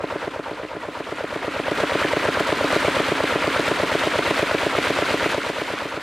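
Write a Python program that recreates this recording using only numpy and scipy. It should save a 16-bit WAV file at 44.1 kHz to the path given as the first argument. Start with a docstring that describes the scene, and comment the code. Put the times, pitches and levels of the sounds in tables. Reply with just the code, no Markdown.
"""A crowd of fish thrashes at the surface of a shallow pond at feeding time, all around the microphone.
Tail flicks churn up bubbles and throw spray, harder as the frenzy builds; single slaps stand out.
Nearby, dead centre, a slow one-cylinder engine, probably a water pump, chugs 8.4 times a second.
Each thump ducks the microphone's gain; the whole sound sinks, swells, holds and sinks again."""
import sys
import numpy as np
from scipy import signal
from scipy.fft import rfft, irfft, next_fast_len
from scipy.io import wavfile
from scipy.ndimage import uniform_filter1d, minimum_filter1d

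SR = 44100
rng = np.random.default_rng(int(sys.argv[2]) if len(sys.argv) > 2 else 0)


def int16_out(signal):
    """Quantize to a 16-bit WAV file."""
    q = np.round(np.clip(np.atleast_2d(signal).T, -1, 1) * 32767)
    wavfile.write(sys.argv[1], SR, q.astype(np.int16))


N = 265482
TIME_S = np.arange(N) / SR
HOLD_GAIN_DB = -27.5  # overall gain while the level holds

# spectrum of churned water: pitch_hz, level_db
CHURN_SPECTRUM = [(32, -44), (80, -10.5), (200, 0), (300, 1.5), (550, -1.5), (800, -3.5), (1400, 2.5),
                  (2300, -4.5), (3800, -13.5), (5300, -17.5), (9000, -22), (16000, -42)]
# spectrum of spray: pitch_hz, level_db
SPRAY_SPECTRUM = [(500, -30), (2000, 12), (4000, 3), (5500, -5.5), (8500, -9.5), (11500, -15), (14000, -17),
                  (15500, -20)]


def amp(db):
    """Decibels to gain."""
    return 10 ** (np.asarray(db) / 20)


def unit(x):
    """Scale to rms 1."""
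    return x / np.sqrt(np.mean(x ** 2) + 1e-20)


def gain_at(spectrum, hz):
    """Gain between (pitch_hz, level_db) points on a log frequency axis."""
    pitch_hz, level_db = np.transpose(spectrum)
    return amp(np.interp(np.log(hz + 1), np.log(pitch_hz + 1), level_db))


def filtered(x, response):
    """x through a complex frequency response."""
    n = x.shape[-1]
    size = next_fast_len(n + SR // 4)
    return irfft(rfft(x, size) * response(np.fft.rfftfreq(size, 1 / SR)), size)[..., :n]


def coloured(x, spectrum):
    """x shaped by the spectrum, at rms 1."""
    return unit(filtered(x, lambda hz: gain_at(spectrum, hz)))


def pulse(spectrum, size=4096):
    """The causal pulse of peak 1 that has this spectrum."""
    cepstrum = irfft(np.log(gain_at(spectrum, np.fft.rfftfreq(size, 1 / SR))))
    cepstrum[1:size // 2] *= 2
    cepstrum[size // 2 + 1:] = 0
    shape = irfft(np.exp(rfft(cepstrum)))
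    return shape / np.abs(shape).max()


def play(times, sizes, shape):
    """One copy of shape at each time, scaled by its size."""
    at = np.round(times * SR).astype(int) + SR
    inside = (at >= 0) & (at < N + SR)
    impulses = np.bincount(at[inside], sizes[inside], N + SR)
    return signal.fftconvolve(impulses, shape)[SR:SR + N]


def burst(rise_s, t60_s):
    """Envelope of peak 1 that swells and dies away."""
    t = np.arange(SR // 4) / SR
    shape = (1 - np.exp(-t / rise_s)) * amp(-60 * t / t60_s)
    return shape / shape.max()


def varied(sizes, scatter_db):
    """The sizes, each a little louder or softer at random."""
    return sizes * amp(scatter_db * rng.standard_normal(len(sizes)))


def stereo(mid, side):
    """Left and right at the microphone: alike in the bass, further apart in the treble."""
    # stereo width of the water: pitch_hz, side_gain_db
    width = [(60, -41), (150, -47), (380, -16.5), (950, -14.5), (2380, -17), (5980, -9), (15000, -7.5)]
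    side = filtered(side, lambda hz: gain_at(width, hz))
    return np.array([mid + side, mid - side])


def swell_db(t):
    """Overall level against the hold: sinks, climbs, steps up, holds with one crest, steps down, fades."""
    lull_s, hold_from_s, hold_to_s = 0.68, 1.717, 5.336
    sink_db_per_s, climb_db_per_s, fade_db_per_s = 10, 7.5, 8.5
    step_db, step_s = 3, 0.18
    sink = sink_db_per_s * np.maximum(lull_s - t, 0)
    climb = climb_db_per_s * np.clip(hold_from_s - t, 0, hold_from_s - lull_s)
    outside_hold_s = np.maximum(hold_from_s - t, t - hold_to_s)
    step = step_db * np.clip(outside_hold_s / step_s + .5, 0, 1)
    crest = 2 * np.exp(-((t - 2.83) / 0.17) ** 2)
    fade = fade_db_per_s * np.maximum(t - hold_to_s, 0)
    return sink - climb - step + crest - fade


def firings():
    """Time and strength of every exhaust thump; the beat shifts its step between even stretches."""
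    # stretches of even chugging: start_s, end_s, fade_in_s, fade_out_s, one_thump_s, period_s
    stretches = [(-1, .68, .01, .4, .0380, .11836), (.62, 2.0, .4, .01, .7648, .11869),
                 (2.0, 7, .01, .01, 2.0470, .11894)]
    rows = []
    for start, end, fade_in, fade_out, one_thump, period in stretches:
        beats = one_thump + period * np.arange(-8, 40)
        share = np.clip((beats - start) / fade_in + .5, 0, 1)
        share *= np.clip((end - beats) / fade_out + .5, 0, 1)
        rows.append(np.array([beats, np.sqrt(share)])[:, share > 0])
    times, sizes = np.hstack(rows)
    return times + rng.normal(0, 0.00011, len(times)), sizes


def exhaust(times, sizes):
    """A valve cracks open with a low boom, the pipe thumps, and a softer tap follows."""
    # spectrum of the exhaust puff: pitch_hz, level_db
    puff_spectrum = [(25, -57), (55, -11), (110, -15.5), (220, -7.5), (330, -3), (540, 1.5), (660, -2.5),
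                     (830, -13.5), (1400, -35.5), (2200, -26.5), (6000, -67)]
    # paths of the puff, turned over by the open pipe end: delay_s, gain
    paths = [(0, .52), (.0039, -1.0), (.0108, -.36)]
    # spectrum of the opening valve: pitch_hz, level_db
    crack_spectrum = [(25, -21), (80, -9), (380, -21), (500, 2.5), (600, 7.5), (720, -6), (1050, -7.5),
                      (1700, -17), (6000, -94)]
    valve_s, boom_hz = times - .0325, 94
    puff, force = pulse(puff_spectrum), varied(sizes, .6)
    thump = amp(21.5) * sum(gain * play(times + delay, force, puff) for delay, gain in paths)
    crack = amp(16) * play(valve_s, varied(sizes, 1.6), pulse(crack_spectrum))
    tap = amp(6) * play(times + .032, varied(sizes, 1.5), puff)
    envelope = burst(rise_s=0.013, t60_s=0.089) ** 2
    low_tone = envelope * np.sin(2 * np.pi * boom_hz * TIME_S[:len(envelope)])
    boom = amp(-6) * play(valve_s - .003, varied(sizes, 0.89), low_tone)
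    return thump + crack + tap + boom


def clatter(times, sizes):
    """Piston and valve gear knock on the block: part rings alike each cycle, part rattles anew."""
    # metal knocks of one cycle: before_thump_s, gain
    knocks = [(.059, 1.0), (.051, .75), (.031, .5), (.007, .35)]
    # spectrum of the struck block: pitch_hz, level_db
    block_spectrum = [(200, -15), (300, -8), (520, 5), (760, -4), (900, 3.5), (1080, -2), (1400, -4.5),
                      (2000, -12.5), (5000, -26), (12000, -50)]
    decay = burst(rise_s=.0015, t60_s=.14)
    metal = lambda n: coloured(rng.standard_normal(n), block_spectrum)
    ring = sum(gain * play(times - lead, varied(sizes, 0.67), decay * metal(len(decay)))
               for lead, gain in knocks)
    power = sum(play(times - lead, (gain * sizes) ** 2, decay ** 2) for lead, gain in knocks)
    rattle = np.sqrt(np.abs(power)) * metal(N)
    emphasis = amp(-0.33 * swell_db(TIME_S))  # the knocks stand out when the whole is quieter
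    return emphasis * (amp(-1.5) * ring + rattle)


def frame_drone(times, sizes):
    """Each firing sets the engine's frame and pipework ringing."""
    # resonances of frame and pipework: pitch_hz, width_hz, level_db
    modes = [(56, 32, -8), (107.3, 7.3, -3), (158.5, 28, -9), (195.4, 5.2, -18), (268.8, 5, 12),
             (304.7, 15.7, 10), (413, 130, -16), (583, 14.3, 5), (636, 46, -7), (1019, 16, 5.5),
             (1227, 9, -6)]
    mode = lambda hz, pitch, width: 1j * hz * width / (pitch ** 2 - hz ** 2 + 1j * hz * width)
    response = lambda hz: sum((-1) ** k * amp(db) * mode(hz, pitch, width)
                              for k, (pitch, width, db) in enumerate(modes))
    kicks = play(times, varied(sizes, 0.76), [1.0])
    return amp(-3.5) * unit(filtered(kicks, response))


def bubbles(low_hz, high_hz, cycles, spread_db, count, samples):
    """A cloud of bubbles, each ringing briefly and rising in pitch; rms 1."""
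    when, pitch, chance = rng.random((count, 3)).T[:, :, None]
    hz = low_hz * (high_hz / low_hz) ** pitch
    k = np.arange(samples)
    age = hz * k / SR / cycles
    strength = amp(-spread_db * np.log(np.maximum(chance, .004))) * hz
    phase = 2 * np.pi * cycles * age * (1 + 0.12 * np.minimum(age, 2))
    rings = strength * np.exp(-3 * age) * np.sin(phase)
    at = (when * N).astype(int) + k
    return unit(np.bincount(at.ravel(), rings.ravel(), N + samples)[:N])


def flicks(per_s, spread_db, t60_s):
    """Envelope of many overlapping tail flicks, rms 1."""
    when, chance = rng.random((int(per_s * N / SR), 2)).T
    sizes = amp(-spread_db * np.log(np.maximum(chance, .01)))
    power = play(when * N / SR, sizes ** 2, burst(rise_s=0.0048, t60_s=t60_s) ** 2)
    return unit(np.sqrt(np.abs(power)))


def shoal():
    """Flicks churn the water into bubbles and throw up droplets that patter back."""
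    arousal_s, feed_s, feed_rise_s = 1.8, 1.79, .05
    calm = np.exp(-TIME_S / arousal_s)  # as it wears off, the fish thrash harder and throw more spray
    waiting = np.clip((feed_s - TIME_S) / feed_rise_s + .5, 0, 1)
    thrash_db = -3.5 - 2.5 * calm - waiting  # jumps 1 dB as a handful of feed lands
    spray_db = 2.5 - 8.5 * calm
    stir = flicks(per_s=1000, spread_db=0.3, t60_s=0.23)
    large_bubbles = lambda: bubbles(250, 4500, cycles=14, spread_db=2, count=12000, samples=400)
    small_bubbles = lambda: bubbles(2000, 10000, cycles=3, spread_db=3, count=20000, samples=48)
    churn = lambda: coloured(1.2 * rng.standard_normal(N) + large_bubbles(), CHURN_SPECTRUM)
    fizz = lambda: coloured(1.15 * rng.standard_normal(N) + small_bubbles(), SPRAY_SPECTRUM)
    body = amp(6) * stereo(churn(), churn())
    spray = amp(spray_db) * flicks(per_s=540, spread_db=-0.7, t60_s=0.18) * stereo(fizz(), fizz())
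    return amp(thrash_db) * stir * (body + spray)


def tail_slaps():
    """A tail hits the surface: a sharp smack, a gush of water and a short spatter."""
    # single tail slaps: start_s, relative_level_db
    slaps = [(1.775, -13), (1.8, -9.5), (2.01, -12), (2.0832, -11), (2.396, -6), (2.4694, -10),
             (2.678, -12), (2.8, -9), (3.68, -8), (3.9154, -10), (5.2894, -10)]
    # spectrum of a tail striking water: pitch_hz, level_db
    smack_spectrum = [(150, -21), (900, 5), (2200, -9), (5000, -14), (9000, -23), (15000, -45)]
    times, level_db = np.transpose(slaps)
    sizes = amp(level_db - HOLD_GAIN_DB - swell_db(times))  # slaps do not follow the overall swell
    water = lambda spectrum: stereo(*coloured(rng.standard_normal((2, N)), spectrum))
    smack = amp(-11) * play(times, sizes, pulse(smack_spectrum))
    gush = amp(-19) * play(times, sizes, burst(rise_s=0.0015, t60_s=0.15)) * water(CHURN_SPECTRUM)
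    spatter = amp(-21.5) * play(times, sizes, burst(rise_s=.001, t60_s=0.044)) * water(SPRAY_SPECTRUM)
    return smack + gush + spatter


def scene():
    """At the pond: the engine nearby in the centre, the fish all around the microphone."""
    times, sizes = firings()
    engine = exhaust(times, sizes) + clatter(times, sizes) + frame_drone(times, sizes)
    return engine + shoal() + tail_slaps()


def record(dry):
    """The microphone's gain ducks briefly on loud blows; then the slow swell, low cut and band limit."""
    threshold_db, low_cut_hz, top_hz = 11.5, 44, 15500
    power = uniform_filter1d(dry.mean(0) ** 2, SR // 200)
    level = np.sqrt(np.abs(power) + 1e-12)
    needed = np.minimum(amp(threshold_db) / level, 1)
    hold = SR // 42  # the gain stays down for about 24 ms
    held = minimum_filter1d(needed, hold, origin=(hold - 1) // 2)
    easing = np.hanning(SR // 160)
    ducking = 1 + signal.lfilter(easing / easing.sum(), 1, held - 1)
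    low_cut = signal.butter(3, low_cut_hz, "highpass", fs=SR, output="sos")
    sound = signal.sosfilt(low_cut, dry * ducking * amp(HOLD_GAIN_DB + swell_db(TIME_S)))
    return filtered(sound, lambda hz: hz < top_hz)


dry = scene()
out = record(dry)
int16_out(out)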